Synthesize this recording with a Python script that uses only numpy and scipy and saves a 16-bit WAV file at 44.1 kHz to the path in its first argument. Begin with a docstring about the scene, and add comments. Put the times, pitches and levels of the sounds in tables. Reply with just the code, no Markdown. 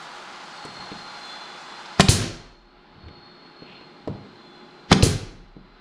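"""Nail gun in a stairwell

A pneumatic nailer fires twice into a wooden tread: air rushes in, the driver strikes, the piston hits
its bumper; a tenth of a second later it thumps back, the air vents and the stairs ring on. Between shots
the tool is slid along and set down. A compressor's hum, hiss and whine duck after each shot."""
import sys
import numpy as np
from scipy import signal
from scipy.fft import rfft, irfft
from scipy.io import wavfile

SR = 44100
rng = np.random.default_rng(int(sys.argv[2]) if len(sys.argv) > 2 else 0)


def to_wav(sig):
    """Store sig (one row per channel, or 1-D mono) as 16-bit WAV at the path in sys.argv[1].

    Samples outside -1..1 are clipped; the rate is SR.
    """
    pcm = np.clip(np.atleast_2d(sig), -1, 1) * 32767
    pcm = np.round(pcm).astype(np.int16)
    wavfile.write(sys.argv[1], SR, pcm.T)  # frames by channels


N = 255824

# shot cues: (strike time [s], inrush [dB], strike [dB], bumper time [s], bumper [dB],
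# low-pass [Hz], jolt to the tread [dB])
SHOT_CUES = [(1.9967, -28.5, -9, 2.0048, -7.5, 14000, -19), (4.9156, -19, -9, 4.9248, -7, 5550, -7.5)]
# noise colours of inrushing air, driver and bumper: (frequency [Hz], level [dB])
INRUSH_EQ = [(60, 1.5), (300, 5), (700, -16), (1400, -6), (3000, -8), (5200, -8), (7000, -20.5),
             (15000, -42.5)]
STRIKE_EQ = [(100, -15), (350, 0), (720, 0.5), (880, -5), (1400, -3), (2800, -8.5), (5300, -15),
             (9500, -21), (11500, -45.5), (15500, -44)]
BUMPER_EQ = [(100, -13), (350, 8), (750, -5), (1400, -1), (3400, -0.5), (5300, -4.5), (9500, -13),
             (11500, -29.5), (15500, -36)]

def shots():
    """Air fills the cylinder, the driver cracks onto the nail, the piston slams into its bumper."""
    inrush, strike, bumper, out = noise(INRUSH_EQ), noise(STRIKE_EQ), noise(BUMPER_EQ), 0
    for s, inrush_db, strike_db, bumper_s, bumper_db, bright_hz, _ in SHOT_CUES:
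        shot = from_db(inrush_db) * np.exp(-abs(since(0) - s) / .0078) * inrush
        shot += from_db(strike_db) * burst(s, rise=.00022, hold=.0035, t60=.028) * strike
        shot += from_db(bumper_db) * burst(bumper_s, rise=.00068, hold=.0035, t60=.029) * bumper
        out += cut(shot, bright_hz, "low", order=1)   # a firmly seated nose gives a duller crack
    return housing(out)


# modes of the shell and magazine: (frequency [Hz], level [dB], t60 [s])
HOUSING_MODES = [(754, -1, 0.024), (1052, 0.5, 0.037), (1396, -0.5, 0.055), (1484, 0, .05),
                 (1880, -0.5, .03), (1985, 1.5, 0.053), (2230, 0.5, .04), (2380, 0, 0.067),
                 (2540, -3, 0.063), (3058, -0.5, .025), (3444, 1, 0.021), (4120, 1.5, 0.026),
                 (4710, 1, .02), (5120, -1.5, .02), (5900, -1.5, 0.019), (6550, -2.5, .02)]

def housing(hit):
    """The dry hit plus the short ring of the tool's shell."""
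    return from_db(-.5) * hit + from_db(-5.5) * ring(hit, HOUSING_MODES)


# exhaust cues: (time [s], chirp [dB], jet [dB], jet t60 [s], bleed [dB], bleed span [s], clatter [dB])
VENT_CUES = [(2.0836, -12, -17.5, .28, -29, .195, -16), (5.0242, -14, -21, .24, -31, .12, -5)]
# noise colours of valve chirp, jet and bleed: (frequency [Hz], level [dB])
CHIRP_EQ = [(300, -16), (1700, -13.5), (3000, -5.5), (4300, -2), (5900, -9), (7000, -27), (15000, -47.5)]
JET_EQ = [(200, -3), (1000, -15.5), (2500, -9), (4200, -4), (6500, -2), (8500, -5), (10200, -6),
          (11300, -17.5), (14000, -23), (16000, -27)]
BLEED_EQ = [(88, -34.5), (150, -1.5), (175, 3.5), (213, -10), (253, 0.5), (279, -15.5), (332, -4),
            (796, -20.5), (1630, -15.5), (2180, -18.5), (6350, -20), (9540, -41), (15500, -70)]

def vents():
    """The valve chirps open, a bright jet escapes, and the last air bleeds off in a duller tail."""
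    chirp, jet, bleed = 0, 0, 0
    for s, chirp_db, jet_db, jet_t60, bleed_db, bleed_s, _ in VENT_CUES:
        chirp += from_db(chirp_db) * burst(s, rise=.0012, hold=.0025, t60=.026)
        jet += from_db(jet_db) * burst(s + .004, rise=.0034, hold=.011, t60=jet_t60)
        bleed += from_db(bleed_db) * burst(s, rise=.006, hold=bleed_s * .79, t60=.46)
    flutter = from_db(.7 * drift(90))
    chirp *= noise(CHIRP_EQ)
    jet *= standing_waves(noise(JET_EQ), depth_db=3.5)
    bleed *= standing_waves(noise(BLEED_EQ), depth_db=1.5)
    air = chirp + flutter * (jet + bleed)
    return air + from_db(-6.5) * resonance(air, hz=4290, t60=.014)   # the exhaust port's own pitch


# hits on the wood: (delay after the cue [s], level [dB], pitch [Hz], t60 [s])
NAIL_HITS = [(.0002, -3.5, 1190, .004), (.001, -3, 172, .048)]   # the nail punches in
JOLT_HITS = [(.0032, 4.5, 318, .025), (.0119, -1, 140, .05), (.0121, -4, 442, .024)]   # the tool kicks as the piston stops
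RECOIL_HITS = [(.0061, -1.5, 110, .06), (.064, -20, 94, .15)]   # it drops back and settles
CLATTER_HITS = [(.007, -1, 485, .02), (.039, -6.5, 370, .038), (.04, -9, 158, .07), (.087, -16, 141, .12)]   # it bounces as it lands
# the nose is set down: (time [s], knock [dB], pitch [Hz], click [dB], click pitch [Hz], rumble [dB])
KNOCK_CUES = [(.65, -32, 250, -42.5, 5900, -52), (.916, -30, 205, -39.5, 2600, -49),
              (1.856, -55, 260, -42, 3600, -72), (3.083, -41, 245, -49, 2600, -57),
              (3.621, -34.5, 250, -46.5, 850, -61), (3.81, -42, 260, -55, 2200, -65),
              (4.0743, -20.5, 297, -32, 620, -34.5), (5.325, -40, 180, -64, 800, -55),
              (5.565, -35, 190, -52, 620, -52)]
# the run of contacts in one knock: (delay [s], level [dB], pitch [x knock pitch], t60 [s])
NOSE_HITS = [(0, 0, 1, .034), (.0017, -.5, 2.07, .031), (.0077, 0, 1.51, .028)]
# weight shifts on the stair: (time [s], thud [dB], pitch [Hz], rumble swell [dB])
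THUD_CUES = [(.79, -44, 64, -50), (2.96, -48, 90, -64), (3.034, -37, 85.5, -62), (3.061, -33, 85, -56),
             (4.092, -28, 105, -54)]
# modes of the staircase: (frequency [Hz], level [dB], t60 [s])
STAIR_MODES = [(29.1, 0.5, 1.7), (37.6, 1, 2.7), (44.84, 2, 1.4), (83.56, -6.5, 0.64), (98.7, 0.5, .42),
               (109, -4.5, 0.5), (150.5, 0, .5), (171.9, 2.5, 0.65), (190.7, -3.5, .4), (223.4, -5.5, 0.4),
               (249.9, -0.5, .65), (304, -4, 0.14), (345, -7.5, .4), (388, -4.5, .4), (417, -3.5, 0.21),
               (462, -2.5, 0.29), (545, -9, .45), (605, -5, .4), (735, -6, .3)]

def tread():
    """Shots, recoils, knocks and shifting weight bend the tread and set the whole staircase ringing."""
    force = sum(blow(s, 0, NAIL_HITS) + blow(s, db, JOLT_HITS) for s, *_, db in SHOT_CUES)
    force += sum(blow(s, 0, RECOIL_HITS) + blow(s, db, CLATTER_HITS) for s, *_, db in VENT_CUES)
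    force += sum(blow(s, db, np.array(NOSE_HITS) * [1, 1, hz, 1]) for s, db, hz, *_ in KNOCK_CUES)
    thud_t60 = .11
    force += sum(blow(s, db, [(0, 0, hz, thud_t60)]) for s, db, hz, _ in THUD_CUES)
    return cut(force, hz=45.2, kind="high", order=1) + ring(force, STAIR_MODES)


def blow(s, db, hits):
    """Each contact of a blow bends the tread for a few swings."""
    out = 0
    for delay, hit_db, hz, t60 in hits:
        swing = np.sin(2 * np.pi * hz * since(s + delay))
        out += from_db(db + hit_db) * swing * burst(s + delay, rise=.0001, hold=0, t60=t60)
    return out


# noise colours of the sliding nose and the rumbling tread: (frequency [Hz], level [dB])
RUB_EQ = [(300, -8), (700, -1.5), (1700, -11.5), (2600, 1), (3300, -5), (4500, -18), (6500, -38),
          (12000, -55)]
RUMBLE_EQ = [(25, -16), (60, -10), (110, -4), (180, 3), (280, -8.5), (450, -9), (800, -19.5), (2000, -43),
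             (8000, -75.5)]
# sleeve moves: (time [s], level [dB])
RUSTLE_CUES = [(.03, -60), (.2, -60), (1.27, -60)]

def handling():
    """The nose clicks on the wood, leaves a rumble and rubs unevenly along it; a sleeve rustles."""
    white, clicks, crack = rng.standard_normal(N), 0, 0
    spread = 1.55   # a click's band reaches this factor above and below its pitch
    rumble = sum(from_db(db) * swell(s, half=.09) for s, *_, db in THUD_CUES)
    for s, knock_db, _, click_db, hz, rumble_db in KNOCK_CUES:
        touch = burst(s, rise=.0006, hold=.003, t60=.041)
        click = rms_one(cut(white, [hz / spread, hz * spread], "band", order=3))
        clicks += from_db(click_db) * touch * click
        crack += from_db(-.5 + 2.2 * knock_db) * touch   # a hard knock also cracks
        rumble += from_db(rumble_db) * burst(s, rise=.008, hold=.04, t60=.55)
    clicks += crack * rms_one(cut(white, hz=[1500, 4600], kind="band"))
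    rub = from_db(-49 + 2.7 * drift(60)) * swell(s=3.735, half=.105) * noise(RUB_EQ)
    sleeve = sum(from_db(db) * swell(s, half=.08) for s, db in RUSTLE_CUES)
    rustle = sleeve * from_db(3 * drift(40)) * rms_one(cut(white, hz=[5000, 8000], kind="band"))
    rumble *= from_db(1.8 * drift(30)) * noise(RUMBLE_EQ)
    return cut(clicks, hz=10000, kind="low") + rub + rustle + rumble


def shudder():
    """The boards shake for a moment after each shot, the more so after a hard jolt."""
    shaking = sum(from_db(jolt_db - 13) * burst(s, rise=.008, hold=.16, t60=.42)
                  for s, *_, jolt_db in SHOT_CUES)
    return shaking * cut(noise(RUMBLE_EQ), hz=[230, 460], kind="band")


# noise colours of low hum, mid hiss and top-end spray: (frequency [Hz], level [dB])
HUM_EQ = [(25, -15), (60, -16.5), (115, -17), (155, 1), (230, 0.5), (290, -1), (370, 0.5), (440, -4),
          (510, -11), (800, -17), (2000, -56)]
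HISS_EQ = [(200, -22), (500, -7.5), (720, -1.5), (900, -1.5), (1400, -1), (1900, -6.5), (2800, -9),
           (4300, -8.5), (5300, -20.5), (6500, -40.5), (10000, -57.5)]
SPRAY_EQ = [(3000, -26), (4500, 2), (5600, -1.5), (7500, -7), (8500, -13), (10200, -17), (11500, -35),
            (15500, -32)]
# machine tones: (frequency [Hz], level against the hum [dB])
HUM_TONES = [(160, -13), (225, -13.5), (270, -16.5), (359, -3), (593, -12), (826, -9.5), (1255, -21.5),
             (2121, -21), (2690, -26)]
# resonances of the rushing air: (frequency [Hz], level [dB], t60 [s])
AIR_MODES = [(840, 2.5, 0.063), (980, -5.5, .04), (1227, -6, 0.022), (1462, -9.5, .02), (2065, -8.5, 0.022),
             (2858, -13, 0.0206)]
# each layer's level ride: (level [dB], dip [dB], recovery [s], lasting drop after the first shot [dB])
HUM_RIDE = (-54, 9.5, .5, -2.3)
HISS_RIDE = (-40.5, 8.5, .27, 11)
SPRAY_RIDE = (-54.3, 19, 1.35, 12.2)

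def compressor():
    """The bed: a low hum with wavering tones, under air that rushes through broad resonances."""
    tones = 0
    for hz, db in HUM_TONES:
        tones += from_db(db + 2 * drift(3.1)) * np.sin(2 * np.pi * hz * since(0) + .82 * drift(10))
    hum = from_db(ducked(*HUM_RIDE)) * (noise(HUM_EQ) + tones)
    rush = noise(HISS_EQ)
    rush += ring(rush, AIR_MODES)
    hiss = from_db(ducked(*HISS_RIDE) + .5 * drift(12)) * standing_waves(rush, depth_db=2.17)
    spray = from_db(ducked(*SPRAY_RIDE) + .6 * drift(8)) * standing_waves(noise(SPRAY_EQ), depth_db=1.8)
    return hum + hiss + spray


# the motor's pitch, sagging under load: (time [s], fundamental [Hz], 6th partial [dB])
WHINE_CURVE = [(.4, 735, -66), (.58, 723, -52), (.83, 707.5, -45), (1.0, 702, -49.5), (1.3, 692, -46),
               (1.5, 691, -53.5), (1.95, 692, -58), (2.5, 708, -62), (2.85, 721, -74), (3.03, 722.5, -60.5),
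               (3.27, 720, -53), (3.47, 719, -62), (3.75, 708.4, -52.5), (3.95, 704, -64), (4.3, 697, -63),
               (4.55, 689.5, -57), (5.3, 680, -74), (5.8, 678, -68)]
# overtones that follow the spray: (harmonic [x fundamental], level against the spray [dB])
WHINE_OVERTONES = [(7, -14), (9, -26), (11, -16), (12, -21)]

def whine():
    """High partials of the motor swell and fade as it glides; the sixth is rough."""
    hz, sixth_db = in_time(WHINE_CURVE)
    phase = 2 * np.pi * np.cumsum(hz * (1 + .0009 * drift(25))) / SR
    flare_hz, width_hz = 3453, 14   # the weaker fifth flares as it glides through this resonance
    flare_db = 11.5 / (1 + ((5 * hz - flare_hz) / width_hz) ** 2)
    fifth = from_db(sixth_db - 11 + flare_db + 1.3 * drift(6)) * np.sin(5 * phase)
    sixth = from_db(sixth_db + 1.8 * drift(5.4)) * np.sin(6 * phase)
    roughness = 1 + from_db(-7) * drift(64)
    spray_db = ducked(*SPRAY_RIDE)
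    overtones = sum(from_db(spray_db + db + 2.3 * drift(5)) * np.sin(k * phase)
                    for k, db in WHINE_OVERTONES)
    return np.sqrt(2) * (fifth + sixth * roughness) + overtones


def ducked(level_db, dip_db, recovery, drop_db):
    """Level in dB of a layer that sinks after each shot and creeps back toward a new resting level."""
    sink_s = .63
    times = [s for s, *_ in SHOT_CUES]
    sinking = [np.minimum(since(s) / sink_s, 1) for s in times]
    dips = [down * np.exp(-since(s + sink_s) / recovery) for down, s in zip(sinking, times)]
    return level_db - dip_db * np.max(dips, axis=0) - drop_db * sinking[0]


# reverb decay of the stairwell: (frequency [Hz], t60 [s])
ROOM_DECAY = [(60, 0.53), (200, 0.56), (500, 0.82), (1500, 0.78), (4000, .6), (8000, 0.39), (15000, .3)]

def stairwell(x, build_up):
    """Dense reflections from close walls; each octave dies at its own pace."""
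    t = np.arange(SR) / SR
    edges = 45 * 2 ** np.arange(10.)
    echo = 0
    for low, high in zip(edges, edges[1:]):
        t60 = at_hz(ROOM_DECAY, np.sqrt(low * high))
        fade = from_db(-60 * t / t60) * (1 - np.exp(-t / build_up))
        echo += cut(rng.standard_normal(SR), [low, high], "band") * fade / np.sqrt(np.sum(fade ** 2))
    return signal.fftconvolve(x, echo)[:N]


def standing_waves(x, depth_db):
    """A small room lifts some pitches of a still source and sinks others; rms 1."""
    hz = np.arange(N // 2 + 1) * SR / N
    knots_hz = np.arange(0, SR, 22)
    swings = np.clip(rng.standard_normal(len(knots_hz)), -2, 1.4)
    ripple = np.interp(hz, knots_hz, swings) * np.minimum(hz / 1000, 1)   # shallower in the bass
    return rms_one(irfft(rfft(x) * from_db(depth_db * ripple), N))


def from_db(db):
    """Decibels to gain."""
    return 10 ** (np.asarray(db) / 20)


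def rms_one(x):
    """Scale to rms 1."""
    return x / np.sqrt(np.mean(x ** 2) + 1e-20)


def since(s):
    """Seconds gone by since s; zero before."""
    return np.maximum(np.arange(N) / SR - s, 0)


def in_time(rows):
    """Each column of an automation curve at every sample."""
    s, *columns = np.transpose(rows)
    return [np.interp(since(0), s, c) for c in columns]


def at_hz(points, hz):
    """Read a table on a log-frequency axis."""
    f, value = np.transpose(points)
    return np.interp(np.log(hz + 1e-9), np.log(f), value)


def cut(x, hz, kind, order=2):
    """Butterworth filter."""
    sos = signal.butter(order, np.clip(hz, 10, .45 * SR), kind, fs=SR, output="sos")
    return signal.sosfilt(sos, x + 1e-18)


def noise(spectrum):
    """Steady noise of a given colour, rms 1."""
    colour = from_db(at_hz(spectrum, np.arange(N // 2 + 1) * SR / N))
    return rms_one(irfft(rfft(rng.standard_normal(N)) * colour, N))


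def drift(rate):
    """Random modulation, rms 1, changing about rate times a second."""
    return noise([(rate, 0), (rate * 10, -50), (rate * 100, -160)])


def burst(s, rise, hold, t60):
    """Attack, hold and decay envelope starting at s; all in seconds."""
    return (1 - np.exp(-since(s) / rise)) * from_db(-60 * np.minimum(since(s + hold) / t60, 4))


def swell(s, half):
    """Bell-shaped envelope peaking at s, with a half-width in seconds."""
    return np.exp(-np.minimum(((since(0) - s) / half) ** 2, 50))


def resonance(x, hz, t60):
    """One mode, gain 1 at its peak."""
    r = from_db(-60 / (t60 * SR))
    feedback = [1, -2 * r * np.cos(2 * np.pi * hz / SR), r * r]
    return signal.lfilter((1 - r * r) / 2 * np.array([1, 0, -1]), feedback, x + 1e-18)


def ring(x, modes):
    """A bank of modes driven by x."""
    return sum(from_db(db) * resonance(x, hz, t60) for hz, db, t60 in modes)


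def scene():
    """Tool, stair and compressor, mixed in mono; tool and stair feed the reverb."""
    tool = shots() + vents() + handling()
    wood = tread()
    boom = cut(wood, hz=[110, 280], kind="band", order=1)   # boxed-in steps radiate best in upper bass
    room = stairwell(from_db(-10) * tool + from_db(-6.5) * boom, build_up=.006)
    floor = from_db(-95) * rng.standard_normal(N)
    mono = tool + wood + shudder() + room + compressor() + whine() + floor
    return np.array([mono, mono])


def record(dry):
    """A soft clip rounds the loudest peaks and a steep low-pass trims the top."""
    ceiling, cutoff_hz = .95, 15300
    rounded = dry / (1 + (dry / ceiling) ** 6) ** (1 / 6)
    return signal.sosfilt(signal.ellip(10, .1, 80, cutoff_hz, fs=SR, output="sos"), rounded)


dry = scene()
out = record(dry)
to_wav(out)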